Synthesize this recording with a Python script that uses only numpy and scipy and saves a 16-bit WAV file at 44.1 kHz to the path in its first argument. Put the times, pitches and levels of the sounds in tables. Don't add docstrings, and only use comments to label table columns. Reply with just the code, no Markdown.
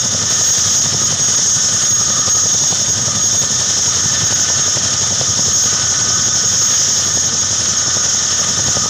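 import sys
import numpy as np
from scipy import signal
from scipy.fft import rfft, irfft, next_fast_len
from scipy.io import wavfile
from scipy.ndimage import uniform_filter1d

SR = 44100
rng = np.random.default_rng(int(sys.argv[2]) if len(sys.argv) > 2 else 0)


def transcribe(u):
    v = np.clip(np.atleast_2d(u).T, -1, 1)
    q = np.round(v * 32767).astype(np.int16)
    wavfile.write(sys.argv[1], SR, q)


N = 392048
TIME = np.arange(N) / SR
BLADE_HZ = 11.247

# (frequency [Hz], level [dB])
TIP_SPECTRUM = [(170, 8.5), (290, -3), (400, -0.5), (530, 1.5), (700, -1.5), (950, -2.5), (1400, -12),
                (2200, -33), (4000, -36)]
# (time [s], level [dB])
INTAKE_SWELL = [(0.0, -2), (0.65, 2), (1.15, -1.4), (1.5, 1.7), (1.9, -1.4), (2.55, 0.7), (3.1, -2.5),
                (3.3, 0.5), (3.45, -1.3), (3.7, 0.1), (5.14, -0.6), (5.64, 1.6), (5.79, -0.6), (6.34, 0.0),
                (6.84, 2.5), (7.09, -1), (7.79, 0), (8.89, -1)]
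# (time [s], level [dB])
WHINE_SWELL = [(0.0, -6.5), (0.4, 6), (1.05, 0.4), (2.85, 3.3), (3.05, -5), (3.3, 1.6), (4.4, -3.5),
               (4.59, 5.5), (4.79, -6.5), (5.59, 3.3), (5.79, -3.5), (6.74, 4.5), (6.99, -2.8), (8.89, -6)]
# (time [s], level [dB])
AIR_CARRY = [(0.0, -3.0), (0.15, -4), (0.5, 7.5), (1.15, -3), (1.3, -3), (2.85, 0.5), (3.05, -7),
             (3.4, 1.8), (3.55, -2.5), (4.69, -2), (4.84, -8), (5.49, -0.4), (5.64, 4.8), (5.79, -8),
             (6.34, -2.5), (6.69, 6), (7.34, -6.5), (8.89, -5)]


def from_db(db):
    return 10 ** (np.asarray(db) / 20)


def rms_one(x):
    return x / np.sqrt(np.mean(x ** 2) + 1e-20)


def level(curve):
    return from_db(np.interp(TIME, *np.transpose(curve)))


def drift(rate):
    hop, run_in = 40, 2000
    pole = np.exp(-2 * np.pi * hop * rate / SR)
    white = rng.standard_normal(N // hop + run_in + 2)
    slow = signal.lfilter([1], [1, -2 * pole, pole * pole], white)[run_in:]
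    return np.interp(np.arange(N) / hop, np.arange(len(slow)), rms_one(slow))


def fading(depth_db, rate):
    return rms_one(from_db(depth_db * np.tanh(drift(rate) / 2) * 2))


def noise(spectrum):
    hz, db = np.transpose(spectrum)
    size = next_fast_len(N)
    octave = np.log2(np.maximum(np.arange(size // 2 + 1) * SR / size, 1))
    outside = np.abs(octave - np.clip(octave, np.log2(hz[0]), np.log2(hz[-1])))
    colour = from_db(np.interp(octave, np.log2(hz), db) - 48 * outside)
    return rms_one(irfft(rfft(rng.standard_normal(size)) * colour, size)[:N])


def resonate(x, hz, width_hz):
    radius = np.exp(-np.pi * width_hz / SR)
    feedback = [1, -2 * radius * np.cos(2 * np.pi * hz / SR), radius ** 2]
    return signal.lfilter(np.array([1, 0, -1]) * (1 - radius ** 2) / 2, feedback, x + 1e-18)


def high_pass(x, hz, order):
    return signal.sosfilt(signal.butter(order, hz, "high", fs=SR, output="sos"), x)


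def tone(hz, wander_hz, fade_db, fade_rate=6, wander_rate=8):
    phase = 2 * np.pi * np.cumsum(hz + wander_hz * drift(wander_rate)) / SR
    return rms_one(np.sin(phase) * from_db(fade_db * drift(fade_rate)))


def blade_gate(offset_s, width_s):
    periods_away = ((TIME - offset_s) * BLADE_HZ + .5) % 1 - .5
    return np.exp(-.5 * (periods_away / BLADE_HZ / width_s) ** 2)


def downwash():
    # (offset [s], width [s], depth [dB])
    shadows = [(.010, 0.0095, 4.5), (.056, 0.0094, 2.8)]
    dip_db = sum(db * (1 + 0.66 * drift(4.2)) * blade_gate(s, width) for s, width, db in shadows)
    return from_db(-dip_db) * fading(depth_db=3.5, rate=11.4)


def exhaust(churn):
    # (frequency [Hz], level [dB])
    roar_spectrum = [(500, 5.5), (900, -2), (1150, 5), (1450, 7.5), (1620, 6), (1830, 8.5), (2050, 2.5),
                     (2300, -1), (2700, 2), (3100, 9), (4000, 0.5)]
    rush_spectrum = [(2400, -28), (2800, -18), (3000, 5.5), (3200, 7), (3450, 7), (3650, 8), (3900, 6.5),
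                     (4500, 5.5), (5000, 6), (6000, -16)]
    spray_spectrum = [(6500, 6.5), (7500, 8), (8200, 1.5), (9000, -0.5), (10000, -8.5), (10700, -11),
                      (11500, -19.5), (13000, -60), (15500, -22)]
    # (time [s], level [dB])
    roar_swell = [(0.0, -1), (0.35, 1.0), (3.5, -2.0), (4.35, 2.5), (5.39, -1.1), (5.74, 1), (6.39, -0.8),
                  (6.74, 4), (7.19, -3), (7.54, -0.1), (8.69, 0.4), (8.89, -1)]
    spray_swell = [(0.0, 1.5), (1.3, 3), (1.55, 5.5), (2.1, 0.5), (3.4, 1.5), (7.34, -1.4), (7.54, 1.2),
                   (8.09, -1.1), (8.89, 1)]
    chop = rms_one(1 + 0.32 * blade_gate(0.047, 0.0079)) * from_db(1.47 * drift(35))
    roar = from_db(-30) * level(roar_swell) * noise(roar_spectrum)
    sag_db = 0.1 * (TIME - N / SR / 2)
    rush = from_db(-28.5 - sag_db) * level(INTAKE_SWELL) * noise(rush_spectrum)
    moving_air = level(AIR_CARRY) ** .2 * rms_one(churn ** .25)
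    spray = from_db(-33.5) * level(spray_swell) * moving_air * noise(spray_spectrum)
    return chop * (roar + rush + spray)


def gearboxes():
    # (frequency [Hz], level [dB], wander [Hz])
    shaft_tones = [(1229, -42, 1.2), (1395, -51, 1), (1729, -51, 1), (2024, -50, 1), (2278, -57, 6),
                   (3340, -45, 2), (4052, -51, 6)]
    # (frequency [Hz], level [dB])
    growl_spectrum = [(1050, -23), (1160, -8.5), (1220, -2.5), (1255, 1), (1300, -6.5), (1400, -17.5)]
    # (time [s], level [dB])
    gearbox_swell = [(0.0, 0.3), (0.9, -4), (2.0, 1.7), (2.5, -7.5), (4.45, 3), (5.29, -4.5), (5.84, 5.5),
                     (7.29, -3), (8.04, 5.5), (8.24, -1), (8.74, 5.5), (8.89, -5)]
    accessory_swell = [(0.0, -6), (0.4, 5.5), (0.65, -2.8), (2.4, 2), (2.6, -7), (4.54, 4.5), (5.19, -0.3),
                       (8.69, 0.5), (8.89, -7)]
    growl_swell = [(0.0, -1.5), (1.15, -2.5), (1.6, 4), (1.9, -3), (2.35, 7), (2.55, -6), (2.9, -7),
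                   (3.1, 6.5), (3.35, -4), (4.25, 0.5), (5.44, -0.5), (5.74, 6), (7.09, -3.5), (8.89, 3.5)]
    aft = tone(1505.5, wander_hz=.6, fade_db=1)
    front = tone(1450.6, wander_hz=.6, fade_db=1)
    accessory = from_db(-1.5) * tone(1772, wander_hz=1, fade_db=2) + tone(1786, wander_hz=1, fade_db=2)
    upper = tone(3572, wander_hz=8, fade_db=4.5, fade_rate=18, wander_rate=15)
    upper += tone(3586, wander_hz=14, fade_db=3, fade_rate=12)
    shafts = sum(from_db(db) * tone(hz, wander, fade_db=3, fade_rate=12)
                 for hz, db, wander in shaft_tones)
    growl = noise(growl_spectrum) * from_db(1.5 * drift(10))
    gears = [from_db(-40.5) * level(gearbox_swell) * aft,
             from_db(-44.5) * level(gearbox_swell) * front,
             from_db(-42.5) * level(accessory_swell) * accessory,
             from_db(-39) * level(WHINE_SWELL) ** 0.27 * upper,
             from_db(-36.5) * level(growl_swell) * growl]
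    return sum(gear * fading(depth_db=2.3, rate=3) for gear in gears) + from_db(-1) * shafts


def thumps(load, uneven_db):
    # (offset [s], level [dB], ring [Hz], bandwidth [Hz], load exponent)
    pulses = [(0.0399, -6.5, 366, 150, 0), (.039, -2.5, 180, 85, -0.5), (0.047, 5, 98, 37, 1),
              (.056, -2, 140.5, 40, 1.5), (.086, -8, 233, 134, -0.5)]
    passes = np.arange(int(N / SR * BLADE_HZ)) / BLADE_HZ
    beat = np.zeros(N)
    for offset, db, hz, width_hz, growth in pulses:
        clicks = np.zeros(N)
        at = np.clip(((passes + offset) * SR).astype(int), 0, N - 1)
        clicks[at] = load[at] ** growth * from_db(uneven_db * rng.standard_normal(len(at)))
        ring = resonate(resonate(clicks, hz, width_hz), hz, 2 * width_hz)
        beat += from_db(db) * rms_one(ring)
    return rms_one(high_pass(beat, hz=72.5, order=4))


def slaps(rasp_db, crack_db, decay_s, top_hz):
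    # (time [s], relative level [dB])
    strikes = [(0.412, -10), (0.943, -11), (1.122, -12.5), (2.275, -18), (2.367, -7.5), (2.458, -10),
               (2.99, -19), (3.081, -11), (4.145, -18), (4.324, -11), (4.5, -5.5), (4.77, -11.5),
               (5.212, -7.5), (5.391, -5.5), (7.173, -11), (7.617, -15), (7.879, -18), (7.968, -8.5),
               (8.591, -9), (8.682, -9), (8.768, -4.5), (8.858, -12)]
    clicks = np.zeros(N)
    for s, db in strikes:
        clicks[int(s * SR)] = from_db(db)
    tails = signal.lfilter([1], [1, -np.exp(-1 / (decay_s * SR))], clicks + 1e-18)
    rasp = tails * noise(TIP_SPECTRUM)
    crack = resonate(resonate(clicks, hz=550, width_hz=155), hz=487, width_hz=960)
    crack *= clicks.max() / np.abs(crack).max()
    slap = from_db(rasp_db) * rasp + from_db(crack_db) * crack
    return signal.sosfilt(signal.butter(2, top_hz, fs=SR, output="sos"), slap)


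def rotors():
    # (time [s], level [dB])
    blade_load = [(0.0, -2), (0.15, 1.8), (0.6, -2), (1.0, 3.5), (1.35, -0.2), (2.85, -0.1), (3.05, 2.9),
                  (3.7, -3.2), (4.1, 2), (4.74, -1), (5.49, 2.5), (5.64, -1.7), (6.04, 0.9), (6.84, -1.5),
                  (7.24, 0.3), (8.29, -4), (8.69, 3), (8.89, 0.3)]
    # (multiple of the blade rate, level [dB])
    harmonics = [(4, -65), (5, -48), (8, -37), (10, -53)]
    # (offset [s], width [s], level [dB])
    swishes = [(.001, 0.0044, 1.5), (0.039, 0.0078, 4), (0.059, 0.0057, 9.5)]
    # (frequency [Hz], level [dB])
    wash_spectrum = [(20, -37), (40, -31), (60, -15), (85, -0.5), (115, 5.5), (170, -3), (230, -4.5),
                     (300, -12.5), (450, -27)]
    load = level(blade_load)
    phase = 2 * np.pi * BLADE_HZ * TIME
    drone = sum(from_db(db) * np.sin(k * phase + rng.uniform(0, 2 * np.pi)) for k, db in harmonics)
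    drone *= from_db(.4 * (TIME - N / SR / 2))
    bursts = sum(from_db(db + 1.9 * drift(4.1)) * blade_gate(s, width) ** 2 for s, width, db in swishes)
    beat = from_db(-34) * thumps(rms_one(load), uneven_db=1)
    wash = from_db(-31) * rms_one(1 + blade_gate(0.05, 0.026)) * noise(wash_spectrum)
    tip_gain = load ** 0.19 * fading(depth_db=0.44, rate=6.4) * rms_one(np.sqrt(1 + bursts ** 2))
    tips = from_db(-32) * tip_gain * noise(TIP_SPECTRUM)
    return drone + load * (beat + wash) + tips


def compressors(churn):
    # (time [s], frequency [Hz])
    spool = [(0, 6574), (2.5, 6576), (3.1, 6580), (4.0, 6575), (6.7, 6575), (7.2, 6592), (7.8, 6576),
             (8.89, 6566)]
    # (frequency [Hz], level [dB])
    skirt_spectrum = [(6250, -30), (6450, -10), (6505, -1), (6590, 0), (6640, -3), (6720, -15), (6900, -30)]
    pitch = np.interp(TIME, *np.transpose(spool))
    louder = tone(pitch, wander_hz=13, fade_db=2.8, fade_rate=35, wander_rate=30)
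    softer = tone(pitch + 14, wander_hz=18, fade_db=2, fade_rate=12, wander_rate=20)
    pair = rms_one(louder + from_db(-7) * softer)
    return rms_one(churn * (pair + from_db(-4.5) * noise(skirt_spectrum)))


def turbines(churn):
    # (frequency [Hz], level [dB])
    hiss_spectrum = [(4400, -28), (4700, -16), (4850, -11), (5100, -8), (5300, -4), (5550, -2.5),
                     (5900, -1), (6400, 0), (6700, -1.5), (7000, -5), (7400, -13.5), (7900, -25),
                     (9000, -45)]
    fizz_spectrum = [(10000, -22), (11500, -13), (12600, -8), (13000, -4), (13180, 0), (13400, -6),
                     (13950, -10), (14400, -4), (14650, 0), (14950, 1), (15500, -1)]
    # (time [s], level [dB])
    whistle_swell = [(0, -2), (3.0, -2), (4.9, 2), (6.5, 0), (8.89, 3)]
    whine_gain = from_db(-17) * level(WHINE_SWELL) ** 0.83
    hiss_gain = from_db(-16) * level(INTAKE_SWELL) ** 1.55
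    whine = whine_gain * compressors(churn)
    flutter = rms_one(1 + 0.62 * blade_gate(0.049, 0.0032) + 0.16 * blade_gate(0.072, 0.018))
    hiss = hiss_gain * flutter * noise(hiss_spectrum) * from_db(1.73 * drift(40))
    whistle = tone(5358, wander_hz=14, fade_db=3, fade_rate=14, wander_rate=20)
    chirps = from_db(-30) * level(whistle_swell) * rms_one(flutter ** 2.5 * whistle)
    power = uniform_filter1d((whine + hiss) ** 2, 64, mode="reflect")
    flare = rms_one((power / (whine_gain ** 2 + hiss_gain ** 2)) ** .7)
    fizz = from_db(-41.5) * flare * noise(fizz_spectrum)
    octave = from_db(-55) * rms_one(high_pass((whine / whine_gain) ** 2, hz=9000, order=4))
    return whine + hiss + chirps + level(AIR_CARRY) * (fizz + octave)


def limiter(x, threshold_db, window_s):
    step = 1 / (window_s * SR)
    power = signal.filtfilt([step], [1, step - 1], x[0] ** 2, padtype="even")
    return x / (1 + (power / from_db(threshold_db) ** 2) ** 2) ** (1 / 4)


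def scene():
    churn = downwash()
    blades = rotors() + slaps(rasp_db=-12, crack_db=-7, decay_s=0.0084, top_hz=950)
    return np.tile(blades + gearboxes() + turbines(churn) + exhaust(churn), (2, 1))


def record(dry):
    ceiling, cutoff_hz = .85, 15480
    held = from_db(0.5) * limiter(dry, threshold_db=-12, window_s=0.00092)
    rounded = held / (1 + (held / ceiling) ** 6) ** (1 / 6)
    return signal.sosfilt(signal.ellip(12, .1, 80, cutoff_hz, fs=SR, output="sos"), rounded)


dry = scene()
out = record(dry)
transcribe(out)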